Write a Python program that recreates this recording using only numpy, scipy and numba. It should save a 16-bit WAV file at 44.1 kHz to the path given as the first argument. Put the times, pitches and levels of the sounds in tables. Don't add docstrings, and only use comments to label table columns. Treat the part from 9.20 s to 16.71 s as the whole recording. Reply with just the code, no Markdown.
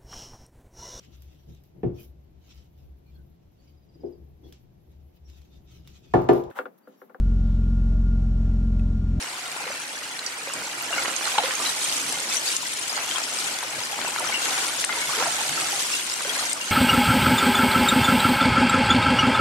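import sys
import numpy as np
from scipy import signal
from scipy.fft import rfft, irfft
from scipy.io import wavfile
from scipy.ndimage import uniform_filter1d
from numba import njit

SR = 44100
rng = np.random.default_rng(int(sys.argv[2]) if len(sys.argv) > 2 else 0)


def output_pcm(signal):
    pcm = np.clip(np.atleast_2d(signal).T, -1, 1) * 32767
    wavfile.write(sys.argv[1], SR, np.round(pcm).astype(np.int16))


N = 331191


def gain_of(db):
    return 10 ** (np.asarray(db) / 20)


def evened(x):
    return x / np.sqrt(np.mean(x ** 2) + 1e-20)


def read(points, hz):
    f, value = np.transpose(points)
    return np.interp(np.log(hz + 1), np.log(f + 1), value)


def level(table, axis):
    rows = np.array(table)
    db = np.interp(np.arange(N) / SR, rows[:, 0], rows[:, axis])
    return gain_of(db)


def coloured(x, colour):
    hz = np.fft.rfftfreq(N, 1 / SR)
    return irfft(rfft(x) * gain_of(read(colour, hz)), N)


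def steadied(x, size):
    power = (x ** 2).mean(0)
    power = uniform_filter1d(uniform_filter1d(power, size), size)
    return x / np.sqrt(abs(power) + 1e-9 * power.mean() + 1e-20)


def add(mix, s, sound):
    first = max(round(s * SR), 0)
    part = mix[:, first:][:, :sound.shape[1]]
    part += sound[:, :part.shape[1]]


@njit
def rings(start, size, hz, t60, glide, rise):
    out = np.zeros(N)
    for k in range(len(start)):
        first = int(np.ceil(start[k] * SR))
        step = 2 * np.pi * hz[k] / SR
        z = size[k] * np.exp(1j * step * (first - start[k] * SR))
        turn = np.exp(1j * step - np.log(1000) / (t60[k] * SR))
        bend = np.exp(1j * step * np.log(2) * glide[k] / SR)
        swell = 0.
        quick = 1 - np.exp(-hz[k] / (rise * SR))
        for i in range(max(first, 0), min(first + int(.8 * t60[k] * SR), N)):
            swell += (1 - swell) * quick
            out[i] += swell * z.imag
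            z *= turn
            turn *= bend
    return out


MIC_LAG = 0.0003964


def heard(s, db, hz, t60, pan_db, side, glide, rise):
    t60 = np.maximum(t60, .002)
    glide = glide * np.ones(len(s))
    balance = np.sqrt(np.cosh(pan_db * np.log(10) / 20))
    ears = []
    for ear in (1, -1):
        arrival = s - ear * side * MIC_LAG / 2
        size = gain_of(db + ear * pan_db / 2) / balance
        ears.append(rings(arrival, size, hz, t60, glide, max(rise, .02)))
    return np.array(ears)


# (frequency [Hz], likeness [0..1])
LIKENESS = [(20, .55), (60, 0.58), (130, 0.91), (300, 0.88), (700, 0.94), (1400, 0.8)]


def hiss():
    same = np.clip(read(LIKENESS, np.fft.rfftfreq(N, 1 / SR)), -1, 1)
    a, b = rfft(rng.standard_normal((2, N)))
    return irfft(np.array([a, same * a + np.sqrt(1 - same ** 2) * b]), N)


def strike_times(stir, when):
    busy = np.cumsum(np.sqrt(stir))
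    return np.interp(when, busy / busy[-1], np.arange(N) / SR)


def crowd(stir, count, low_hz, high_hz, t60, spread_db, width, glide, rise):
    when, pitch, force, damping, place, shade, bend = rng.random((count, 7)).T
    hz = low_hz + (high_hz - low_hz) * pitch
    life = t60 * 4 ** (2 * damping - 1) * np.sqrt(low_hz / hz)
    db = spread_db * np.minimum(-np.log(1 - force), 4) - 5 * np.log10(life / t60)
    width = np.clip(width, 0, 1)
    side = width * (2 * place - 1)
    pan_db = 7 * (side + width * (shade - .5))
    return heard(strike_times(stir, when), db, hz, life, pan_db, side, glide * (2 * bend - .5), rise)


def ticks(stir, count, spread_db):
    when, force, place, *pitches = rng.random((count, 7)).T
    db = spread_db * np.minimum(-np.log(1 - force), 5)
    side = 2 * place - 1
    s = strike_times(stir, when)
    life = np.full(count, .003)
    return sum(heard(s, db, 1500 + 13000 * p, life, 7 * side, side, 0, .1) for p in pitches)


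LAP_RISE, LAP_FALL = .6, .9


def crests(rows, axis):
    t, power = np.arange(0, N, 64) / SR, 0
    for row in rows:
        crest, length = row[0], row[-1]
        width = length * np.where(t < crest, LAP_RISE, LAP_FALL)
        power = power + gain_of(row[axis]) ** 2 * np.exp(-((t - crest) / width) ** 2)
    return np.interp(np.arange(N) / SR, t, power)


# (time [s], relative level [dB])
SWELL_LEVEL = [(0, -37), (1.2, -37.5), (1.72, -33.5), (2.15, -30.5), (2.87, -29.5), (3.45, -31.5),
               (4.1, -32), (4.42, -33.5), (5.1, -31.5), (5.55, -29.5), (5.95, -28), (6.65, -27.5),
               (6.93, -31), (7.51, -31.5)]
# (crest time [s], relative level [dB], length [s])
ICE_SURGES = [(0.02, -37, .04), (1.8, -34.5, .11), (2.08, -31, .08), (2.45, -28.5, .06), (2.7, -29.5, .13),
              (3.14, -27.5, .055), (3.29, -27.5, .07), (3.9, -33, .08), (4.2, -30.5, .13),
              (5.28, -28.5, .09), (5.42, -30, .07), (5.6, -30.5, .05), (6.58, -32, .06), (6.73, -28.5, .06),
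              (7.18, -31, .14)]


def jostle():
    return np.sqrt(level(SWELL_LEVEL, axis=1) ** 2 + crests(ICE_SURGES, axis=1))


# (crest time [s], bubbling and shard level [relative dB], deep slosh level [relative dB], length [s])
WAVE_LAPS = [(0.45, -39.5, -57, .12), (1.38, -41.5, -46.5, .07), (1.58, -42, -53, .1),
             (1.8, -34.5, -49, .13), (2.07, -36, -58.5, .06), (2.22, -33.5, -56, .11),
             (2.44, -35.5, -49, .08), (2.87, -48, -47.5, .19), (3.12, -42, -58.5, 0.0607),
             (3.771, -36.5, -56, .09), (3.97, -36.5, -56, .045), (4.251, -42, -52, 0.11985),
             (4.56, -40, -48.5, 0.0701), (4.821, -37.5, -47, .09), (5.06, -35, -47, .11),
             (5.329, -33, -49.5, .17), (5.75, -35.5, -47, .08), (5.92, -36, -58.5, .06),
             (6.02, -33, -46, .09), (6.18, -37, -53.5, .07), (6.37, -36, -48, .16), (7.16, -36, -50, .14)]
CALM_DB = -37


def stirred(calm_db, follow, lap_db, axis):
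    swell = gain_of(calm_db) * (jostle() / gain_of(CALM_DB)) ** follow
    return np.sqrt(swell ** 2 + gain_of(lap_db) ** 2 * crests(WAVE_LAPS, axis))


# (time [s], left-right difference [dB])
ICE_LEAN = [(0, 0.5), (2.1, -1.5), (2.9, -.3), (3.35, 1.7), (5.2, 2.5), (6.3, -0.6), (6.85, 2), (7.51, 0.5)]


def drift():
    lean = np.sqrt(level(ICE_LEAN, axis=1))
    return np.array([lean, 1 / lean])


def clumping(depth_db, size):
    noise = rng.standard_normal(N)
    flurry = evened(uniform_filter1d(uniform_filter1d(noise, size), size))
    return evened(gain_of(depth_db * flurry))


# (frequency [Hz], gain [dB])
NEEDLE_FILTER = [(600, -54), (2400, -14.5), (3300, -7), (4200, -10), (6400, -7), (8700, -8), (10000, -11.5),
                 (11500, -18), (13500, -22.5), (15500, -58)]


def needles(flurry):
    stir = jostle()
    far = crowd(stir, count=40000, low_hz=2782, high_hz=15630, t60=.008, spread_db=2.0,
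                width=1, glide=0, rise=1.5)
    near = crowd(stir, count=8000, low_hz=2800, high_hz=15000, t60=.02, spread_db=2.6,
                 width=1, glide=0, rise=2)
    ringing = crowd(stir, count=5500, low_hz=2800, high_hz=15000, t60=.06, spread_db=2.1,
                    width=1, glide=0, rise=4)
    contacts = ticks(stir, count=5000, spread_db=2.7)
    tinkle = evened(far) + gain_of(-1.5) * evened(near) + gain_of(-4) * evened(ringing)
    tinkle = tinkle + gain_of(-3) * evened(contacts) + gain_of(-5) * hiss()
    fizz = steadied(coloured(tinkle, NEEDLE_FILTER), size=2500)
    return gain_of(0.04) * drift() * stir * flurry * fizz


# (frequency [Hz], gain [dB])
SHARD_FILTER = [(300, -62), (1000, -6), (1280, -16.5), (1550, -15.5), (2000, -12.5), (2400, -11),
                (2850, -11.5), (3500, -20), (4800, -8), (9000, -27.5)]
# (calm level [dB], growth [dB per dB of swell], level against a lap [dB])
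SHARD_STIR = (-35.5, .46, 0.3044)


def shards(flurry):
    stir = stirred(*SHARD_STIR, axis=1)
    far = crowd(stir, count=15000, low_hz=1224, high_hz=4398, t60=.016, spread_db=2.0,
                width=1, glide=0, rise=.8)
    near = crowd(stir, count=1600, low_hz=1250, high_hz=3300, t60=.055, spread_db=2.3,
                 width=1, glide=0, rise=1)
    contacts = ticks(stir, count=1400, spread_db=1.0)
    clink = evened(far) + gain_of(-5) * evened(near) + gain_of(-4) * evened(contacts) + gain_of(-5) * hiss()
    clink = steadied(coloured(clink, SHARD_FILTER), size=3000)
    return gain_of(-1.94) * drift() * stir * flurry ** .5 * clink


# (time [s], bubbling change [dB], length [s])
WATER_EBBS = [(0.754, -1.5, .15), (3.498, -5, .18), (6.851, -3, .14)]


def ebbing():
    t = np.arange(N) / SR
    return gain_of(sum(db * np.exp(-((t - s) / length) ** 2) for s, db, length in WATER_EBBS))


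# (frequency [Hz], gain [dB])
BUBBLE_FILTER = [(100, -34), (250, -12), (400, -13), (520, -6.5), (680, -3.5), (800, -0.1), (930, -1),
                 (1130, -3), (1430, 2), (1750, -2.5), (2400, 2), (5000, -49)]
# (calm level [dB], growth [dB per dB of swell], level against a lap [dB])
BUBBLE_STIR = (-40.0, .2, .5)


def bubbling():
    stir = stirred(*BUBBLE_STIR, axis=1) * ebbing()
    bubbles = crowd(stir, count=4200, low_hz=280, high_hz=2100, t60=.042, spread_db=2.2,
                    width=.8, glide=4, rise=.2)
    clacks = crowd(stir, count=3000, low_hz=400, high_hz=2100, t60=.008, spread_db=1.6,
                   width=.8, glide=0, rise=.1)
    water = evened(bubbles) + gain_of(-6) * evened(clacks) + gain_of(1.5) * hiss()
    return gain_of(1.0) * stir * steadied(coloured(water, BUBBLE_FILTER), size=2000)


# (frequency [Hz], gain [dB])
SLOSH_FILTER = [(20, -11), (45, -13.5), (80, -9), (135, -3), (200, -2.5), (290, 2.5), (400, 0.5), (650, 1),
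                (1500, -24.5)]
# (calm level [dB], growth [dB per dB of swell], level against a lap [dB])
SLOSH_STIR = (-53, .4, -0.315)


def slosh():
    stir = stirred(*SLOSH_STIR, axis=2)
    glugs = crowd(stir, count=900, low_hz=110, high_hz=480, t60=.05, spread_db=2.5,
                  width=.4, glide=1.5, rise=.5)
    wash = evened(coloured(hiss(), SLOSH_FILTER))
    water = wash + gain_of(-6.0) * evened(coloured(glugs, SLOSH_FILTER))
    return gain_of(3) * stir * steadied(water, size=5000)


CLATTER_RISE = .3
CRACK_S = 0.00099


def impacts(rows, octaves, bright, crack_db, ring_db, cycles):
    out = np.zeros((2, N))
    t = np.arange(2048) / SR
    hz = np.fft.rfftfreq(2048, 1 / SR) + 1
    same = np.clip(read(LIKENESS, hz), -1, 1)
    for s, db, pitch_hz, pan_db, decay in rows:
        a, b = rfft(rng.standard_normal((2, 2048)))
        noise = np.array([a, same * a + np.sqrt(1 - same ** 2) * b])
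        band = np.exp(-.5 * (np.log2(hz / (bright * pitch_hz)) / octaves) ** 2)
        clatter = evened(irfft(band * noise))
        ears = gain_of(db) * evened(gain_of(np.array([[pan_db], [-pan_db]]) / 2))
        burst = (1 - np.exp(-t / (CLATTER_RISE * decay))) * np.exp(-t / decay)
        add(out, s, ears * clatter * burst / burst.max())
        crack = np.fft.fftshift(irfft(band))
        add(out, s + CRACK_S - t[-1] / 2, gain_of(crack_db) * ears * crack / crack.max())
    s, db, pitch_hz, pan_db, decay = np.transpose(rows)
    return out + heard(s, db + ring_db, pitch_hz, cycles / pitch_hz, pan_db, np.tanh(pan_db / 15), 0, 0.74)


# (time [s], relative level [dB], pitch [Hz], left-right difference [dB], clatter decay to 1/e [s])
ICE_KNOCKS = [(0.0245, -30, 5600, -7, .003), (0.8915, -35, 6330, -2, .002),
              (0.9905, -30, 4120, 2.5, 0.0033), (0.9925, -31, 9000, -5.5, .002),
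              (1.063, -27, 5830, -11, 0.003), (1.064, -33, 8900, -10, .002),
              (1.3362, -21.5, 8400, -1, 0.0038), (1.3395, -31, 5000, -3, .0015),
              (1.9635, -20, 6300, -12, 0.0046), (2.055, -24, 4120, -2.5, .002),
              (2.9245, -20.5, 7450, 9, 0.0028), (3.0021, -24.5, 8400, -5, .003),
              (3.3655, -12.5, 6950, 3, 0.0035), (3.5361, -23, 8700, 8.5, .003),
              (3.9835, -22, 7300, 9, 0.0027), (4.033, -24, 7150, 11, 0.0025),
              (4.038, -23, 5170, 10.5, 0.0028), (4.187, -24, 4950, -1, 0.0018),
              (4.9965, -20, 9450, -8.5, 0.0037), (5.4795, -21, 8800, 0, 0.0022),
              (5.647, -9.5, 8670, 5.5, .003), (6.8985, -24, 5070, 2.5, .001),
              (6.9392, -19.5, 7440, -2.5, .002), (7.331, -9.5, 8240, 6, 0.0026)]


def knocks():
    return gain_of(-2.5) * impacts(ICE_KNOCKS, octaves=0.65, bright=0.93, crack_db=8, ring_db=12.0, cycles=73)


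# (time [s], relative level [dB], pitch [Hz], left-right difference [dB], ring time to -60 dB [s])
CRYSTAL_CHIMES = [(0.28, -23, 8700, 2, .025), (0.6, -23, 9390, 7.5, 0.023), (0.9918, -17, 4300, 0.5, 0.018),
                  (1.0635, -19.5, 4650, -1.5, 0.055), (1.0637, -20, 5680, -10, 0.039),
                  (1.0635, -19, 6530, -5, 0.024), (1.61, -20, 2820, 7, 0.037),
                  (1.6236, -4, 12700, -8, .017), (1.729, -15, 2815, 11, 0.1),
                  (1.7585, -26, 4100, 1.5, .045), (1.7807, -12, 2170, 2, 0.042),
                  (1.779, -18, 1443, -2, 0.1), (1.81, -24, 4070, -1.5, 0.046), (1.877, -23, 1368, -2, 0.13),
                  (1.835, -13, 9900, -12, 0.016), (2.1835, -9.5, 4000, -1.5, 0.039),
                  (2.185, -4, 3080, -4, .022), (2.2495, -17, 3450, 1, .025), (2.308, -14, 1765, -5, .03),
                  (2.3525, -13, 6500, -8.5, 0.034), (2.46, -14.5, 3995, 9, .06), (2.492, -16, 3920, 5, .05),
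                  (2.6423, -13, 8260, 15, .026), (2.646, -16, 3240, -10, 0.027),
                  (2.696, -14, 4480, 14, .025), (2.8915, -13, 10300, -8.5, 0.019),
                  (2.92, -22, 1680, 0, 0.026), (3.119, -15.5, 3530, -1.5, .03), (3.261, -16, 6590, 9, .025),
                  (3.288, -17, 3830, 1, .03), (3.152, -15, 5940, 14, 0.028), (3.169, -5, 5960, 18, 0.028),
                  (3.2762, -14.5, 4570, 9, .06), (3.5928, -15, 9340, 13, .023),
                  (3.695, -15, 5030, -2, .043), (3.727, -18, 6500, 8.5, .025), (3.765, -15, 4480, 3.5, .03),
                  (3.91, -19, 3160, 21, 0.087), (3.9588, -13, 3220, 17, 0.043),
                  (4.634, -17, 5100, 3.5, .03), (4.862, -15, 2690, 8, 0.034),
                  (4.8813, -18, 8000, 7.5, .027), (5.072, -16.5, 5840, 5.5, 0.032),
                  (5.086, -21, 3200, 6.5, .06), (5.124, -11, 2210, 4, .035),
                  (5.142, -11.5, 2800, 7.5, 0.065), (5.152, -15, 2990, 8, .04),
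                  (5.165, -14, 2750, 7.5, 0.065), (5.6972, -14, 2090, 2.5, 0.093),
                  (5.69, -13, 1420, 7, .05), (5.752, -20, 2110, 1, 0.069), (5.815, -19, 2200, 4.5, 0.13),
                  (6.008, -19, 1340, 2, 0.11), (6.373, -22.5, 1315, 5, 0.15), (6.487, -14, 7760, 13, .022),
                  (6.624, -15, 7800, 15, .022), (6.728, -16, 5340, 5, .025),
                  (6.7373, -11, 2770, -3.5, 0.05), (7.0948, -14, 3300, 16, 0.047),
                  (7.148, -23, 4100, 11, .07), (7.1921, -18, 4100, 11, .053), (7.255, -14, 6100, -11, .025),
                  (7.295, -16, 8400, 4, 0.044), (7.41, -18, 2800, 7.5, 0.096)]
TWIN_SPLIT, TWIN_DB = 0.0266, -19
EDGE_HZ = 15750


def chimes():
    s, db, hz, pan_db, t60 = np.transpose(CRYSTAL_CHIMES)
    side = np.tanh(pan_db / 10)
    main = heard(s, db, hz, t60, pan_db, side, 0, 3.4)
    twin_hz = hz * (1 + TWIN_SPLIT * rng.uniform(0.4, 1.76, len(s)))
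    twin = heard(s, db + TWIN_DB, twin_hz, t60, pan_db, side, 0, 2)
    second_hz = hz * 2.756
    second_db = np.where(second_hz < EDGE_HZ, db - 19, -np.inf)
    overtone = heard(s, second_db, second_hz, t60 * .6, pan_db, side, 0, 2)
    return main + twin + overtone


# (time [s], relative level [dB], pitch of the trapped air [Hz],
# left-right difference [dB], clatter decay to 1/e [s])
ROCK_SMACKS = [(0.3622, -19.5, 820, 0.5, 0.0031), (0.4762, -25.5, 2180, -2, 0.0035),
               (0.499, -21, 800, 0, 0.0033), (1.273, -21, 1010, -2, 0.0019),
               (1.2985, -21, 1500, -4, 0.0023), (1.727, -19.5, 1220, -1, 0.0021),
               (1.7635, -26, 960, -3, 0.0036), (1.774, -18.5, 503, -3, .003),
               (1.781, -30, 1410, -3, 0.0086), (1.847, -22, 1090, 2, .004), (1.8555, -15, 1750, -4, 0.0043),
               (1.8785, -22, 1340, -4, 0.0073), (1.8795, -16, 594, -1, 0.0019),
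               (2.01, -18, 1300, -6, 0.0029), (2.066, -18, 1420, 0, .004), (2.159, -17, 1900, -5, 0.0033),
               (2.1803, -12, 1210, 3, 0.0014), (2.181, -10.5, 2820, 0, 0.0022),
               (2.1835, -12.5, 1620, -4, 0.003), (2.2357, -18, 1100, -2, 0.0014),
               (2.2357, -12, 2690, -7, 0.0017), (2.2583, -14, 2300, -2, 0.0016),
               (2.3075, -16, 1810, -9, .004), (3.777, -13, 1460, -14, 0.0025),
               (3.788, -21, 1300, -4, 0.0036), (3.9822, -12.5, 1464, 15, 0.0024),
               (4.428, -20, 1190, 0, 0.0062), (4.7892, -13.5, 1100, 2, 0.0019),
               (4.8152, -13, 2680, 14, 0.0014), (4.8475, -14, 800, -1, 0.0016),
               (4.8885, -19, 1270, 0, .0015), (4.9612, -14.5, 1360, 3, 0.0018),
               (4.9615, -21, 2400, 10, 0.0017), (5.071, -20, 1450, 1, 0.0027), (5.094, -20, 566, 3, 0.0021),
               (5.1805, -21.5, 660, 2, 0.0024), (5.6405, -10.5, 2290, 4, 0.0047),
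               (5.692, -14, 1350, -2, 0.0071), (5.7245, -12, 2300, -3, 0.0044),
               (5.7375, -17.5, 880, 1, 0.0034), (5.827, -19.5, 1500, 2, .003),
               (5.891, -25.5, 1000, -5, .004), (5.945, -20, 1390, 3, 0.0035), (5.987, -19, 1190, 4, 0.0064),
               (5.999, -16, 2700, -7, 0.0046), (6.0065, -28, 500, 1, 0.0041),
               (6.0245, -10.5, 1010, 1, 0.0025), (6.0635, -22, 1400, -1, .005),
               (7.005, -18, 1230, -5, 0.0042)]
# (frequency [Hz], gain [dB])
SMACK_FILTER = [(60, -13), (350, -2.5)]


def smacks():
    slaps = impacts(ROCK_SMACKS, octaves=0.74, bright=0.99, crack_db=2.5, ring_db=8, cycles=10.3)
    return gain_of(-4.5) * coloured(slaps, SMACK_FILTER)


# (time [s], relative level [dB], starting pitch [Hz], left-right difference [dB], starting glide [octaves/s])
BUBBLE_PLOPS = [(0.374, -28.5, 950, 2, 4.5), (0.4042, -22.5, 817, 3, 3), (0.465, -27.5, 490, 0, 3.5),
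                (0.5006, -24.5, 567, -3, 2), (0.514, -28, 1580, 2, -1), (1.2735, -27, 505, -2, 13),
                (1.373, -44, 276, 0, 3), (1.706, -24, 700, 0, -2), (1.741, -19, 1470, 0, 8),
                (1.889, -18, 1350, -5, 4), (1.7813, -26.5, 520, 1, 4), (1.781, -24, 1450, 1, -12),
                (2.075, -12.5, 1440, -9, 3), (2.141, -22, 764, -3, 0), (2.153, -19, 990, 1, 2),
                (2.186, -18, 1450, -2, -6), (2.1836, -4.5, 895, 0, -11.5), (2.193, -17, 713, 0, -2),
                (2.284, -24.5, 522, 0, 1), (2.327, -22, 1180, 0, -2), (2.2368, -17, 501, 0, 6),
                (2.401, -17.5, 1194, -5, -1), (2.85, -39.5, 151, 2, 0), (3.429, -22, 990, 12, -2),
                (3.9604, -21, 1020, 10, 5), (4.7282, -20.5, 780, 9, 6), (4.875, -20, 940, 0, 2),
                (4.986, -16.5, 1360, 2, 2), (5.005, -20, 935, 1, -3), (5.047, -17.5, 1270, 3, 1),
                (5.0944, -21.5, 850, 1, -11), (5.02, -25, 760, 3, -11), (5.769, -25, 924, 1, 4),
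                (5.893, -21, 1080, 1, 17), (5.934, -19, 1440, 3, -3), (5.976, -23.5, 411, 0, 11.5),
                (6.005, -20, 483, 1, 9), (6.007, -19, 885, 0, 10), (6.023, -17, 990, 0, 7),
                (6.036, -18, 1650, 3, 5), (6.074, -17.5, 670, 1, 6), (6.0573, -15.5, 950, -1, 0),
                (6.0645, -16, 1380, 0, -1), (6.09, -24, 864, 0, 2), (6.0654, -19, 727, -1, 1.5),
                (6.1856, -20, 846, -1, -2), (6.21, -20, 900, 2, 0), (6.29, -37, 132, 0, 6),
                (6.5288, -19, 816, 6, -1), (7.0513, -22.5, 520, -2, 16), (7.074, -28.5, 407, 2, 3),
                (7.1929, -21, 1247, 10, 0), (7.224, -21.5, 1200, 2, 0), (7.375, -23, 1180, 5, -7)]
BUBBLE_CYCLES = 46


def plops():
    s, db, hz, pan_db, glide = np.transpose(BUBBLE_PLOPS)
    return heard(s, db, hz, BUBBLE_CYCLES / hz, pan_db, np.tanh(pan_db / 15), glide, 0.41)


# (frequency [Hz], time to fall 60 dB [s])
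SHORE_DECAY = [(200, 0.14), (1000, 0.079), (4000, 0.19), (14000, 0.031)]


def shore(x):
    taps = rng.standard_normal((2, 12000))
    taps = taps * (rng.random((2, 12000)) < .04) * (np.arange(12000) > 150)
    hz, t, z = signal.stft(taps, SR, nperseg=256)
    fade = gain_of(-60 * t / read(SHORE_DECAY, hz)[:, None])
    tail = signal.istft(z * fade, SR, nperseg=256)[1]
    return signal.fftconvolve(x, tail / np.linalg.norm(tail[0]), axes=1)[:, :N]


# (frequency [Hz], gain [dB])
AIR_LOSS = [(9500, -3), (12000, -16), (15500, -22)]


def scene():
    flurry = clumping(depth_db=.85, size=600) * clumping(depth_db=.85, size=100)
    field = needles(flurry) + shards(flurry) + bubbling() + slosh()
    near = coloured(knocks() + chimes() + smacks() + plops(), AIR_LOSS)
    return field + near + gain_of(-13) * shore(near)


LIMIT_DB, LIMIT_ABOVE_HZ, RECOVER_DB_PER_S = -17, 1600, 41
SPARED_HZ = 1220


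def limited(x):
    treble = signal.sosfilt(signal.butter(2, LIMIT_ABOVE_HZ, "highpass", fs=SR, output="sos"), x)
    power = uniform_filter1d((treble ** 2).mean(0), size=100)
    power_db = 10 * np.log10(abs(power) + 1e-12)
    recovery = np.arange(N) / SR * RECOVER_DB_PER_S
    held_db = np.maximum.accumulate(power_db + recovery) - recovery
    over_db = np.maximum(held_db - LIMIT_DB, 0)
    low = signal.sosfiltfilt(signal.butter(2, SPARED_HZ, fs=SR, output="sos"), x)
    return low + (x - low) * gain_of(-uniform_filter1d(over_db, size=50))


def record(dry):
    thinned = signal.sosfilt(signal.butter(2, 35, "highpass", fs=SR, output="sos"), dry)
    band_limit = signal.firwin(511, EDGE_HZ, window=("kaiser", 9), fs=SR)
    return signal.oaconvolve(limited(thinned), band_limit[None], "same")


dry = scene()
out = record(dry)
output_pcm(out)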